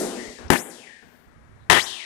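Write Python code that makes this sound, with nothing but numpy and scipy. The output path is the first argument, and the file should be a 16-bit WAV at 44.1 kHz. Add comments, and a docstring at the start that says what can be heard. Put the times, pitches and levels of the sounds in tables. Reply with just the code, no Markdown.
"""A rubber mallet knocks a vinyl plank home on a concrete floor in a bare, echoing room.
The take opens in the echo of a blow just before the start; knocks follow near 0.5 and 1.7 s, each a
coloured pulse in a noise-built room plus ringing plank modes. After each, a sliding low cut thins the left.
An open left microphone overloads and a muffled right one rumbles; room tone, hum, brief noise bands and
hiss, made of shaped noise and a sine, lie beneath."""
import sys
import numpy as np
from scipy import signal
from scipy.fft import rfft, irfft
from scipy.io import wavfile

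SR = 44100
rng = np.random.default_rng(int(sys.argv[2]) if len(sys.argv) > 2 else 0)


def unload_wav(signal):
    """Save mono or channel-first audio to the path in sys.argv[1] as 16-bit WAV at rate SR, clipped to [-1, 1]."""
    wavfile.write(
        sys.argv[1],
        SR,
        np.round(np.clip(np.atleast_2d(signal).T, -1, 1) * 32767).astype(np.int16),
    )


N = 90713  # samples in the take

# edge of the sliding low cut on the left: [t/s, f/Hz, depth 0-1, lift just above the edge/dB]
EDGE = [(0, 3470, 0.59, -4), (.15, 1950, 0.34, -17), (.19, 1740, 0.29, 16), (.3, 1890, 0.28, 18),
        (.38, 1650, 0.78, 10), (.39, 1650, 0.03, 28), (.555, 890, 0, 28), (.568, 2260, 0.58, 7),
        (.59, 4800, 0.55, 12.5), (.635, 6750, 0.85, 1), (.67, 6500, 0.81, 1), (.695, 5940, 0.68, -17),
        (.715, 3330, 0.78, -11), (.8, 2500, 0.79, -1), (.88, 1700, 0.69, 10), (1.015, 1570, 0.85, 12),
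        (1.03, 1500, 0.19, 2.3), (1.785, 710, 0, 4.5), (1.8, 2040, 0.8, 13.5), (1.82, 4020, 0.69, 17),
        (1.855, 5830, 0.75, 7), (1.865, 2850, 0.81, -7), (1.95, 2560, 0.82, 2.5), (2.06, 1570, 0.86, 6)]


def amp(db):
    """Amplitude factor of a level in dB."""
    return 10 ** (np.asarray(db) / 20)


def evened(x):
    """Scales x to an rms of 1."""
    return x / np.sqrt(np.mean(x ** 2) + 1e-20)


def read(points, hz):
    """Reads a two-column curve, interpolated over log frequency."""
    f, value = np.transpose(points)
    return np.interp(np.log(hz + 1), np.log(f + 1), value)


def over_time(points, t, column=1):
    """Reads one column of a table whose first column is time."""
    rows = np.array(points)
    return np.interp(t, rows[:, 0], rows[:, column])


def shaped(x, gain):
    """Filters x by a function of Hz."""
    return irfft(rfft(x) * gain(np.fft.rfftfreq(len(x), 1 / SR)), len(x))


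def noise(colour):
    """Steady noise with the given colour and an rms of 1."""
    return evened(shaped(rng.standard_normal(N), lambda hz: amp(read(colour, hz))))


def ring(modes, t):
    """Sum of resonances, each a sine that dies away exponentially."""
    return sum(amp(db - 60 * t / t60) * np.sin(2 * np.pi * hz * t) for hz, db, t60 in modes)


def blow(colour, s, force_db, thud_db, right_db, rise_s):
    """One knock: the pulse excites the room and the plank rings; heard at both microphones."""
    # ringing of the plank: [f/Hz, level/dB, t60/s]
    plank_modes = [(56, -21.5, 0.045), (92.6, -3.5, 0.14), (123, -2.5, 0.11), (165, 2, 0.087),
                   (292.5, -19, 0.015), (468, -28, 0.1), (867, 9, 0.019), (1600, -29, 0.12),
                   (1952, 1, 0.059)]
    # tone of the muffled right microphone: [f/Hz, level/dB]
    muffle = [(8, -38), (40, -10), (150, -10.5), (400, -9.5), (1000, -13), (2000, -17), (4500, -18),
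              (8000, -44.5), (15000, -33)]
    # likeness of the room sound at the two microphones: [f/Hz, likeness 0-1]
    likeness = [(40, .6), (200, 0.81), (500, 0.67), (1000, 0.78), (2000, 0.17), (15000, .05)]
    blow_db, thud_right_db = 24.5, -2
    lead_rad = 1  # phase turn of the shared sound on the right

    thud = ring(plank_modes, np.arange(8000) / SR)
    thud = -amp(thud_db) * thud / np.linalg.norm(thud)
    pulse = click(colour)
    left_room = signal.fftconvolve(room(), pulse)
    other_room = signal.fftconvolve(room(), pulse)

    pad = 8192  # lead-in samples, for a blow before the start
    size, at = N + pad, pad + round(s * SR)
    near, other, body = np.zeros((3, size))
    for line, heard in ((near, left_room), (other, other_room), (body, thud)):
        rise = (1 - np.exp(-np.arange(len(heard)) / (rise_s * SR))) ** 2
        line[at:][:len(heard)] = (heard * rise)[:size - at]

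    def shared_gain(hz):
        same = np.clip(read(likeness, hz), 0, 1)
        return same * amp(read(muffle, hz)) * np.exp(-1j * lead_rad)

    def separate_gain(hz):
        same = np.clip(read(likeness, hz), 0, 1)
        return np.sqrt(1 - same ** 2) * amp(read(muffle, hz))

    right = shaped(near + amp(thud_right_db) * body, shared_gain) + shaped(other, separate_gain)
    right[:at] = 0  # nothing ahead of the blow
    both = np.array([near + body, amp(right_db) * right])
    return amp(blow_db + force_db) * both[:, pad:]


def click(colour):
    """Causal minimum-phase pulse with the given colour and an energy of 1."""
    log_gain = np.log(amp(read(colour, abs(np.fft.fftfreq(4096, 1 / SR)))))
    pulse = np.fft.ifft(np.exp(np.conj(signal.hilbert(log_gain)))).real[:2048]
    return pulse / np.linalg.norm(pulse)


def room():
    """Response of the bare room: plank slap, near walls, standing waves and two overlapping tails."""
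    # near walls: [delay t/s, level/dB]
    walls = [(.013, -10), (.021, -13), (.027, -12.5), (0.032, -8)]
    # two overlapping tails, each with its own decay by frequency: [f/Hz, t60/s]
    first_decay = [(40, .2), (150, 0.75), (500, 0.9), (1500, 1), (4000, 0.39), (9000, 0.55), (15000, 0.41)]
    second_decay = [(40, 0.1), (150, 1.07), (500, 1.025), (1500, 0.76), (4000, 1.256), (9000, 0.89),
                    (15000, 0.15)]
    # standing waves: [f/Hz, level/dB, t60/s]
    standing_waves = [(178.5, -8.5, 0.44), (240, -17, 1.345), (356.4, -10, 0.86), (427.6, -13, 0.92)]
    first_db, second_db, build_s = -1.5, -4.5, 0.006
    slap_delay_s, slap_decay_s, slap_db = 0.00086, 0.0028, 3

    t = np.arange(2 * SR) / SR
    build = 1 - np.exp(-t / build_s)
    hz, frames, z = signal.stft(rng.standard_normal(len(t)), SR, nperseg=256)
    tails = []
    for db, decay in ((first_db, first_decay), (second_db, second_decay)):
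        t60 = read(decay, hz)[:, None]
        tails.append(amp(db - 60 * frames / t60) / np.sqrt(t60))
    diffuse = signal.istft(z * np.hypot(*tails), SR, nperseg=256)[1][:len(t)]
    out = diffuse * build * np.sqrt(14 / SR)

    # the plank's slap and each wall echo are short noise bursts
    for delay, db in [(slap_delay_s, slap_db)] + walls:
        burst = rng.standard_normal(1500) * np.exp(-t[:1500] / slap_decay_s)
        out[round(delay * SR):][:1500] += amp(db) * burst / np.linalg.norm(burst)
    return out + ring(standing_waves, t) * build / np.sqrt(SR)


def limited(x):
    """Gain control that falls at once and recovers steadily, then soft clipping."""
    limit_db, limit_share = -8, 0.23  # threshold; share of the excess that is taken off
    held_fall = 188  # dB/s, fall of the held level after a peak
    knee, ceiling = 14, 0.86  # sharpness of the clipping, full-scale share
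    power_db = 10 * np.log10(abs(signal.lfilter([.01], [1, -.99], x ** 2)) + 1e-12)
    fall = np.arange(N) * held_fall / SR
    held_db = np.maximum.accumulate(power_db + fall) - fall
    over_db = np.maximum(held_db - limit_db, 0)
    x = x / amp(limit_share * over_db)
    return ceiling * x / (1 + abs(x) ** knee) ** (1 / knee)


def sliding_cut(x):
    """Filter that lowers all below a moving edge and lifts or dips a band just above it."""
    # gain below the edge at full depth: [f/Hz, level/dB]
    cut = [(40, -2.5), (150, -24), (600, -18.5), (1500, -20.5), (2800, -21), (3600, -14), (4500, -26),
           (7000, -15.5)]
    notch_db, notch_oct = -3, 0.15  # extra cut just under the edge
    peak_oct, steep_oct = 0.22, 0.11  # widths of the lift and of the edge itself
    hz, t, z = signal.stft(x, SR, nperseg=512, noverlap=448)
    depth = over_time(EDGE, t, column=2)
    lift_db = over_time(EDGE, t, column=3) * np.minimum(10 * depth, 1)  # fades at slight depth
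    octaves = np.log2((hz[:, None] + 1) / over_time(EDGE, t))
    below = .5 - .5 * np.tanh(octaves / steep_oct)
    notch = notch_db * np.exp(-(octaves / notch_oct) ** 2)
    db = below * (read(cut, hz)[:, None] + notch) * depth
    db += (1 - below) * lift_db * np.exp(-(octaves / peak_oct) ** 2)
    return signal.istft(z * amp(db), SR, nperseg=512, noverlap=448)[1][:N]


def rumble(t):
    """Lumpy low noise, strong on the right and faint on the left, lowered as the cut deepens."""
    # swells of the rumble: [t/s, level/dB]
    swells = [(0, -51), (.39, -42.5), (.41, -42), (.43, -54), (.46, -34), (.495, -58), (.52, -45),
              (1.03, -50.5), (1.08, -55.5), (1.14, -56.5), (1.22, -58), (1.26, -57), (1.285, -37),
              (1.31, -56), (1.37, -42), (1.42, -53.5), (1.445, -52), (1.47, -49), (1.53, -47), (1.555, -48),
              (1.6, -48), (1.67, -49), (1.695, -50), (1.75, -47.5), (2.06, -50)]
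    # tone of the rumble: [f/Hz, level/dB]
    rumble_colour = [(20, -9), (60, 12), (120, 10), (250, -9.5), (500, -39.5), (1000, -62), (15000, -92.5)]
    lump_db, left_db, cut_db = 2.5, -12.5, -25
    lumps = evened(shaped(rng.standard_normal(N), lambda hz: np.exp(-(hz / 22) ** 2)))
    level = amp(over_time(swells, t) + lump_db * lumps + cut_db * over_time(EDGE, t, column=2))
    return np.array([amp(left_db) * level * noise(rumble_colour), level * noise(rumble_colour)])


def brief_bands(t):
    """Noise bands that swell and fade as bell curves, from a treble wash to a faint tick."""
    # lingering treble wash, low stir, small click, thin high hiss, faint tick:
    # [centre t/s, length/s, f/Hz, width/octaves, level/dB]
    band_rows = [(0.26, 0.31, 5100, 0.84, -41.5), (0.42, 0.17, 607, 2, -41),
                 (0.483, 0.0086, 4970, 0.44, -46), (1.155, 0.24, 13900, 0.6, -62),
                 (1.627, 0.062, 3800, 0.2, -64)]
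    out = np.zeros(N)
    for s, length, centre_hz, octaves, db in band_rows:
        def band_gain(hz):
            return np.exp(-(np.log2((hz + 1) / centre_hz) / octaves) ** 2)
        band = evened(shaped(rng.standard_normal(N), band_gain))
        out += amp(db) * band * np.exp(-(2 * (t - s) / length) ** 2)
    return out


def room_tone(t):
    """Steady coloured noise of the room, with a faint sine hum."""
    # tone of the still room: [f/Hz, level/dB]
    air = [(30, -11), (90, -7), (240, 0), (500, -6.5), (1000, -9.5), (1700, -10), (2200, -14),
           (2700, -23.5), (5000, -29), (10000, -32), (15500, -54)]
    air_db, hum_hz, hum_db = -51, 240, -60
    return amp(air_db) * noise(air) + amp(hum_db) * np.sin(2 * np.pi * hum_hz * t)


def hiss(t):
    """Coloured noise at the right microphone, its level drifting."""
    # drift of the hiss: [t/s, level/dB]
    hiss_level = [(0, -75), (.49, -68), (.52, -71), (1.05, -91), (1.45, -69.5), (1.69, -69), (1.72, -91),
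                  (2.06, -91)]
    # tone of the hiss: [f/Hz, level/dB]
    hiss_colour = [(200, 5), (1000, 1.5), (4000, -11), (15000, -16.5)]
    return amp(over_time(hiss_level, t)) * noise(hiss_colour)


def scene():
    """The blows in the room, over the background at both microphones."""
    # blows: [t/s, force level/dB, thud level/dB, right microphone level/dB, rise/s]
    blows = [(-.12, 4, 1, -2, 0.00027), (0.5021, -0.5, -2.5, -13.5, 0.000067),
             (1.698, 4, -7.5, -22.5, 0.0016)]
    # colour of each blow, one curve a blow: [f/Hz, level/dB]
    colours = [
        [(20, -8), (120, -20), (200, 3.5), (400, 2.5), (700, -2.5), (1100, -11.5), (1900, -11.5), (2800, -17.5),
         (4500, -22), (9000, -17.5), (13000, -23.5), (15500, -71)],
        [(20, -26.5), (60, -42), (177, -1), (467, -4.5), (639, -7.5), (830, -6), (1170, -15), (1770, -7.5),
         (4090, -25.5), (9940, -24), (13300, -29), (15500, -51)],
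        [(20, -59), (60, -10.5), (173, -8.5), (410, -2.5), (500, -8), (700, -2.5), (1050, -0.5), (1450, -6),
         (1800, 3), (2300, -5.5), (3200, -4.5), (4660, -14), (9680, -19.5), (14000, -29), (15500, -78)],
    ]
    t = np.arange(N) / SR
    knocks = sum(blow(colour, *row) for colour, row in zip(colours, blows))
    return knocks + rumble(t) + np.array([room_tone(t) + brief_bands(t), hiss(t)])


def record(dry):
    """Limiter and sliding low cut on the left microphone, band limit on both."""
    out = np.array([sliding_cut(limited(dry[0])), dry[1]])
    top_hz = 15600
    low_pass = signal.firwin(511, top_hz, window=("kaiser", 9), fs=SR)
    return signal.oaconvolve(out, low_pass[None], "same")


dry = scene()
out = record(dry)
unload_wav(out)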